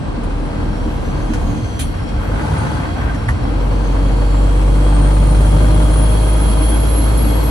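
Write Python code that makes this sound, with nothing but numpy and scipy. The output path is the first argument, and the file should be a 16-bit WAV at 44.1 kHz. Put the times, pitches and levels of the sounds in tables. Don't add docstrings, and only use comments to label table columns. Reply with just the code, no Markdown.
import sys
import numpy as np
from scipy.fft import rfft, irfft, next_fast_len
from scipy.io import wavfile
from scipy.ndimage import uniform_filter1d, map_coordinates

SR = 44100
rng = np.random.default_rng(int(sys.argv[2]) if len(sys.argv) > 2 else 0)


def to_wav(sig):
    pcm = np.clip(np.atleast_2d(sig), -1, 1) * 32767
    pcm = np.round(pcm).astype(np.int16)
    wavfile.write(sys.argv[1], SR, pcm.T)


N = 330750


def amp(db):
    return 10 ** (np.asarray(db) / 20)


def unit(x):
    return x / np.sqrt(np.mean(x ** 2) + 1e-20)


def along(points, hz):
    f, v = np.transpose(points)
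    return np.interp(np.log(hz + 1), np.log(f + 1), v)


def curve(points):
    return np.interp(np.arange(N) / SR, *np.transpose(points))


def since(s):
    return np.maximum(np.arange(N) / SR - s, 0)


def wobble(rate):
    return map_coordinates(rng.standard_normal(int(N * rate / SR) + 4), [np.arange(N) * rate / SR])


def bell(hz, centre, width):
    return 1 / (1 + (2 * (hz - centre) / width) ** 2)


def filtered(x, response):
    m = next_fast_len(N + SR // 2)
    return irfft(rfft(x, m) * response(np.fft.rfftfreq(m, 1 / SR)), m)[..., :N]


# frequency in Hz, left-right correlation from 0 to 1.
COHERENCE = [(25, 0.9), (50, 1), (120, 0.63), (250, 0.62), (500, 0), (1000, 0.07), (2500, 0.4),
             (5000, 0.26), (7500, 0.5), (9500, 1)]
def cab_noise(response):
    def mid_side(hz):
        angle = np.arccos(np.clip(along(COHERENCE, hz), -1, 1)) / 2
        return response(hz) * np.array([np.cos(angle), np.sin(angle)])
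    mid, side = filtered(rng.standard_normal((2, N)), mid_side)
    return unit(np.array([mid + side, mid - side]))


def rush(spectrum, ripple_db=0):
    knots = rng.standard_normal(SR)
    ripple = lambda hz: map_coordinates(knots, [40 * np.log1p(hz / 1500) + hz / 150])
    return cab_noise(lambda hz: amp(along(spectrum, hz) + ripple_db * ripple(hz)))


# frequency in Hz, relative level in dB.
ROAD_SPECTRUM = [(15, -40), (28, -21), (38, -5), (58, -4.5), (85, -2), (120, -3), (165, -6), (190, -9),
                 (235, -5.5), (255, -10.5), (310, -7), (345, -22.5), (900, -25), (3000, -74), (12000, -90)]
def road():
    return amp(-23.5 + 2 * wobble(9)) * rush(ROAD_SPECTRUM)


# start in seconds, level in dB.
THUDS = [(.174, -19), (.4, -22.5), (.605, -26), (.85, -18), (1.148, -22), (1.298, -20), (1.343, -22),
         (1.525, -23), (2.045, -25), (2.933, -23)]
# frequency in Hz, relative level in dB, 60 dB decay time in seconds.
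PANEL_MODES = [(231, -1.5, 0.27), (246, -7, 0.066), (303.4, -1, .25), (397, -8, 0.17), (509, -12.5, .14)]
def cab_thuds():
    thuds = np.zeros(N)
    for start, db in THUDS:
        t = since(start)
        onset = amp(db) * (1 - np.exp(-t / 0.005))
        for hz, mode_db, t60 in PANEL_MODES:
            decay = amp(mode_db + rng.normal(0, 2.9) - 60 * t / t60)
            thuds += onset * decay * np.sin(2 * np.pi * (hz * t + rng.random()))
    return thuds


# start in seconds, level in dB, hold and 60 dB decay time in seconds.
VALVE_PUFFS = [(0.235, -44, .004, .08), (1.792, -26.5, 0.023, 0.15), (3.283, -38.5, 0.0088, 0.092)]
# frequency in Hz, relative level in dB.
PUFF_SPECTRUM = [(800, -22), (1500, 6.5), (3300, 12.5), (4300, 6), (5300, -2), (6500, 7), (7800, 5.5),
                 (11000, -5), (13000, 10), (15500, -19)]
def air_valves():
    puffs = np.zeros((2, N))
    for start, db, hold, t60 in VALVE_PUFFS:
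        t = since(start)
        fall_db = -60 * np.maximum(t - hold, 0) / t60
        vent = amp(-4.5 + fall_db / 1.3) * cab_noise(lambda hz: bell(hz, centre=9900, width=1400))
        jet = amp(fall_db) * rush(PUFF_SPECTRUM, ripple_db=2.5)
        puffs += amp(db) * (1 - np.exp(-t / 0.0008)) * (jet + vent)
    return puffs


# start in seconds, frequency in Hz, level in dB, 60 dB decay time in seconds.
VALVE_SQUEAK = [(2.58, 9150, -34, .15)]
def valve_squeak():
    squeak = np.zeros((2, N))
    for start, hz, db, t60 in VALVE_SQUEAK:
        t = since(start)
        envelope = amp(db - 60 * t / t60) * (1 - np.exp(-t / 0.0018))
        squeak += envelope * cab_noise(lambda f: np.exp(-((f - hz) / 250) ** 2))
    return squeak


# start in seconds, ring level in dB, click level in dB.
LEVER_IMPACTS = [(1.335, -35, -25.5), (2.412, -31, -40), (3.013, -33, -42), (3.145, -31, -35),
                 (3.2855, -23, -40), (3.289, -17, -35), (3.3075, -28, -44)]
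# frequency in Hz, relative level in dB, 60 dB decay time in seconds.
LEVER_MODES = [(905, -2, .045), (1040, -7, .04), (1160, -1, .05), (1370, -8, .04), (1820, 3, .06),
               (1905, 0, .05)]
# frequency in Hz, relative level in dB.
CLICK_SPECTRUM = [(700, -11), (1400, 13), (2400, 4), (4000, -5), (6600, -2), (9500, -12), (13000, -16)]
KNOCK_SPECTRUM = [(300, -40), (700, 6.5), (950, 3), (1250, 1), (1550, 0.5), (2300, -8), (4000, -22),
                  (7000, -46), (12000, -46)]
def gear_lever():
    clacks = np.zeros((2, N))
    crack, latch = rush(KNOCK_SPECTRUM), rush(CLICK_SPECTRUM)
    for start, ring_db, click_db in LEVER_IMPACTS:
        t = since(start)
        ring = sum(amp(db + rng.normal(0, 1, (2, 1)) - 60 * t / t60) * np.sin(2 * np.pi * hz * t)
                   for hz, db, t60 in LEVER_MODES)
        body = amp(ring_db) * (ring + amp(-5 - 60 * t / 0.05) * crack)
        click = amp(click_db - 60 * t / 0.15) * latch
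        clacks += (1 - np.exp(-t / 0.00034)) * (body + click)
    return clacks


# press and lift times in seconds, depth from 0 to 1.
PEDAL_PRESSES = [(0, 1.51, 0.79), (2, 2.53, 0.42), (3.4, 8, 1)]
def pedal(press_s=0.066, lift_s=0.05):
    return sum(depth * (1 - np.exp(-since(down) / press_s)) * np.exp(-since(up) / lift_s)
               for down, up, depth in PEDAL_PRESSES)


# time in seconds, firing rate in Hz.
FIRING_RATE = [(0, 39.5), (1.4, 40.7), (2.12, 40.2), (2.3, 47.8), (2.45, 57), (2.58, 61), (2.75, 60.5),
               (2.9, 55), (3.3, 46.3), (4.3, 47.5), (5.4, 50.3), (7.5, 54.7)]
def engine_speed(lug_hz=40):
    firing_hz = curve(FIRING_RATE)
    return firing_hz, np.log2(firing_hz / lug_hz)


# time in seconds, blade-passing frequency in Hz.
BLADE_RATE = [(0, 4100), (.5, 5060), (1.25, 6300), (1.43, 6540), (1.51, 6530), (1.6, 6270), (1.75, 6030),
              (2, 5480), (2.13, 5390), (2.56, 6540), (2.8, 6060), (3.25, 5445), (3.5, 5400), (4, 6680),
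              (5, 8750), (5.75, 10320), (5.97, 10420), (6.35, 10740), (6.8, 11060), (7.5, 11370)]
COAST_HZ = 5500
def turbo_speed():
    blade_hz = curve(BLADE_RATE)
    return blade_hz, np.log2(blade_hz / COAST_HZ)


# frequency in Hz, bandwidth in Hz, gain in dB.
INTAKE_MODES = [(5100, 200, 7), (5440, 130, 7.5), (6280, 350, 6.5), (7450, 900, 10), (8780, 450, 11.5),
                (9400, 450, 10), (10460, 130, 9), (11000, 1100, 17.3)]
def duct_db(hz):
    return sum(gain * bell(hz, centre, width) for centre, width, gain in INTAKE_MODES)


# frequency in Hz, relative level in dB.
HISS_SPECTRUM = [(2500, -26), (5500, -8), (6400, -8), (6900, -1.5), (7600, -7.5), (8700, -2), (9900, -3),
                 (11200, -8.5), (12000, -11), (13000, -1), (14000, -55)]
def intake_hiss(choke_hz=9740):
    blade_hz, _ = turbo_speed()
    _, revs = engine_speed()
    flow = np.log2(np.minimum(blade_hz, choke_hz) / COAST_HZ)
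    hiss = cab_noise(lambda hz: amp(along(HISS_SPECTRUM, hz) + 0.18 * duct_db(hz)))
    return amp(-54 + 16.5 * flow + 1.5 * revs + 0.4 * wobble(16)) * hiss


# frequency in Hz, level in dB.
WHISTLE_OCTAVE = [(8000, -58), (10000, -64), (10800, -60), (12000, -63), (13200, -61), (14000, -110)]
def turbo_whistle():
    blade_hz, boost = turbo_speed()
    _, revs = engine_speed()
    spool = uniform_filter1d(np.gradient(boost) * SR, SR // 10)
    flow_db = -4.5 * spool - 15 * revs
    fade_db = 2.8 * np.clip(1 - boost, 0, 1) * wobble(23.82)
    phase = 2 * np.pi * np.cumsum(blade_hz * (1 + 0.00167 * wobble(25) + 0.00202 * wobble(250))) / SR
    flutter = unit(amp(2 * wobble(16) + 3 * wobble(80)) * (1 + 0.3 * wobble(500)))
    tone = amp(-60 + 17.3 * boost + duct_db(blade_hz) + flow_db + fade_db) * np.sin(phase)
    octave = amp(along(WHISTLE_OCTAVE, 2 * blade_hz) + 2.7 * wobble(8.85)) * np.sin(2 * phase)
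    return np.sqrt(2) * flutter * (tone + octave)


CYLINDERS = 6
def pulsing(firings, depth, decay, scatter_db):
    index, phase = firings.astype(int), firings % 1
    cylinder_bias = rng.standard_normal(CYLINDERS)[index % CYLINDERS]
    strength = amp(scatter_db * (cylinder_bias + rng.standard_normal(index.max() + 1)[index]))
    bursts = unit(strength * (1 - np.exp(-phase / 0.014)) * np.exp(-phase / decay))
    return unit(1 - depth + depth * bursts)


# frequency in Hz, bandwidth in Hz.
COVER_MODES = [(1606, 60), (3170, 90), (3278, 40), (4222, 32), (4430, 170)]
# level in dB, rise in dB per octave of turbo speed.
COVER_LEVELS = [(-50, 0.5), (-54.5, 4), (-51.5, 13), (-65, 24), (-51.5, 7)]
def covers(boost, lag_s=0.31, full_boost=0.71):
    pressure = np.interp(since(lag_s), since(0), boost)
    shake = np.minimum(pressure, full_boost)
    ring = np.zeros((2, N))
    for (hz, width), (db, boost_db) in zip(COVER_MODES, COVER_LEVELS):
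        resonance = lambda f: 1j * f * width / (hz * hz - f * f + 1j * f * width)
        band = cab_noise(lambda f: resonance(f) * np.exp(-((f - hz) / 500) ** 2))
        ring += amp(db + boost_db * shake + 1.8 * wobble(6)) * band
    return ring


# frequency in Hz, relative level in dB.
CLATTER_SPECTRUM = [(1000, -40), (1600, -19), (2000, 1.5), (2500, 4.5), (3600, -5), (4100, 0.5),
                    (4440, -13), (4800, -5.5), (5300, -3.5), (6500, -8), (8000, -8), (11000, -37),
                    (12500, -28), (14000, -70)]
def clatter(firings, revs, boost):
    metal = amp(-44 + 4.5 * boost + 3.5 * revs) * rush(CLATTER_SPECTRUM, ripple_db=2.5) + covers(boost)
    return pulsing(firings, depth=0.097, decay=1.0, scatter_db=5) * metal


def knock(firings, revs, firm, torque):
    level = amp(-37.5 + 13.5 * revs - 5 * firm + 2.5 * wobble(18))
    pulses = pulsing(firings, depth=0.35 + 0.28 * torque, decay=0.7, scatter_db=2)
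    return level * pulses * rush(KNOCK_SPECTRUM, ripple_db=2)


# frequency in Hz, relative level in dB.
BLIP_SPECTRUM = [(400, -16), (750, -4), (950, 8.5), (1200, -8), (1550, 3.5), (1850, -15), (2200, -13),
                 (3500, -14), (5000, -22), (9500, -23), (12000, -33)]
def blip(firings, start_s=2.28, end_s=2.76):
    swell = (1 - np.exp(-since(start_s) / 0.1)) * np.exp(-since(end_s) / 0.08)
    pulses = pulsing(firings, depth=0.18, decay=0.83, scatter_db=1.5)
    return amp(-29) * swell * pulses * rush(BLIP_SPECTRUM, ripple_db=5)


# frequency in Hz, relative level in dB.
ROAR_SPECTRUM = [(40, -34), (70, -3), (100, 6.5), (190, 1), (235, -3), (258, 4), (305, 7), (345, -1.5),
                 (420, -1), (490, 2), (690, -4.5), (900, -3.5), (1250, -9), (1600, -14.5), (2100, -21),
                 (3000, -22.5), (12000, -55)]
def roar(firings, revs, fuel, torque):
    level = amp(-29.5 + 4.5 * fuel + 6.5 * revs + 1.5 * torque)
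    return level * pulsing(firings, depth=0.15 + 0.28 * torque, decay=0.7, scatter_db=3) * rush(ROAR_SPECTRUM)


def throb(firings, revs, fuel, firm):
    lines = np.zeros(N)
    for k in range(CYLINDERS - 1, 3 * CYLINDERS):
        if k % CYLINDERS:
            on_crank = k % 2 == 0
            db = 6 * on_crank - 8 * abs(np.log2(k / 9)) + 2.6 * wobble(7)
            phase = 2 * np.pi * (k * firings / CYLINDERS + rng.random())
            lines += amp(db) * np.sin(phase + 0.77 * wobble(8))
    return amp(-24.5 + 5.5 * fuel + 5 * revs - 11.5 * firm) * unit(lines * amp(3.2 * wobble(15)))


# multiple of the firing rate, relative level in dB.
EXHAUST_ORDERS = [(1, 0), (2, -16), (3, -22), (4, -28.5), (6, -28.5), (7, -32), (8, -35.5), (10, -37.5),
                  (12, -35), (18, -36.5), (24, -39)]
# frequency in Hz, bandwidth in Hz, gain in dB.
CAB_AIR_MODES = [(83, 9, 5.5), (150.8, 14, 6.5), (288, 56, 3.5), (477.7, 32, 14), (620, 47, 10)]
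def drone(firings, firing_hz, fuel, firm, boost, torque):
    boom_db = -30.5 + 10 * fuel + 4.5 * boost + 7.5 * bell(firing_hz, centre=49.3, width=7.8)
    lump_db = 4 * (1 - firm) * np.clip(1 - boost, 0, 1) * wobble(11)
    tone = np.zeros(N)
    for order, db in EXHAUST_ORDERS:
        upper = 1 - 1 / order
        cab_db = sum(gain * bell(order * firing_hz, hz, width) for hz, width, gain in CAB_AIR_MODES)
        growl_db = 3.5 * upper * torque
        waver_db = 0.17 * order * wobble(30) + (0.3 + 0.8 * upper) * wobble(9)
        phase = 2 * np.pi * (order * firings + rng.random()) + 0.25 * upper * wobble(12)
        tone += amp(db + cab_db + growl_db + waver_db) * np.sin(phase)
    return np.sqrt(2) * amp(boom_db + lump_db) * tone


def engine():
    firing_hz, revs = engine_speed()
    _, boost = turbo_speed()
    fuel = pedal()
    firm = fuel ** 2.5
    torque = fuel * bell(firing_hz, centre=50.2, width=4)
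    firings = np.cumsum(firing_hz * (1 + 0.00093 * wobble(11))) / SR
    noise = roar(firings, revs, fuel, torque) + knock(firings, revs, firm, torque) + blip(firings)
    tones = drone(firings, firing_hz, fuel, firm, boost, torque) + throb(firings, revs, fuel, firm)
    lean_left = amp([[0.8], [-0.8]])
    return tones + lean_left * noise + clatter(firings, revs, boost)


# frequency in Hz, phase difference in radians.
LEFT_LEAD = [(250, 0), (1000, 1), (2500, 2.5), (4000, 6.5), (7400, 4.5), (9800, 6.5), (11200, 7),
             (12800, 10)]
def scene():
    cab = engine() + turbo_whistle() + intake_hiss()
    cab += air_valves() + valve_squeak() + gear_lever() + road() + cab_thuds()
    return filtered(cab, lambda hz: np.exp(0.5j * along(LEFT_LEAD, hz) * np.array([[1], [-1]])))


def record(dry, ceiling=0.98, top_hz=13300):
    rounded = dry / (1 + (dry / ceiling) ** 8) ** (1 / 8)
    return filtered(rounded, lambda hz: hz < top_hz)


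dry = scene()
out = record(dry)
to_wav(out)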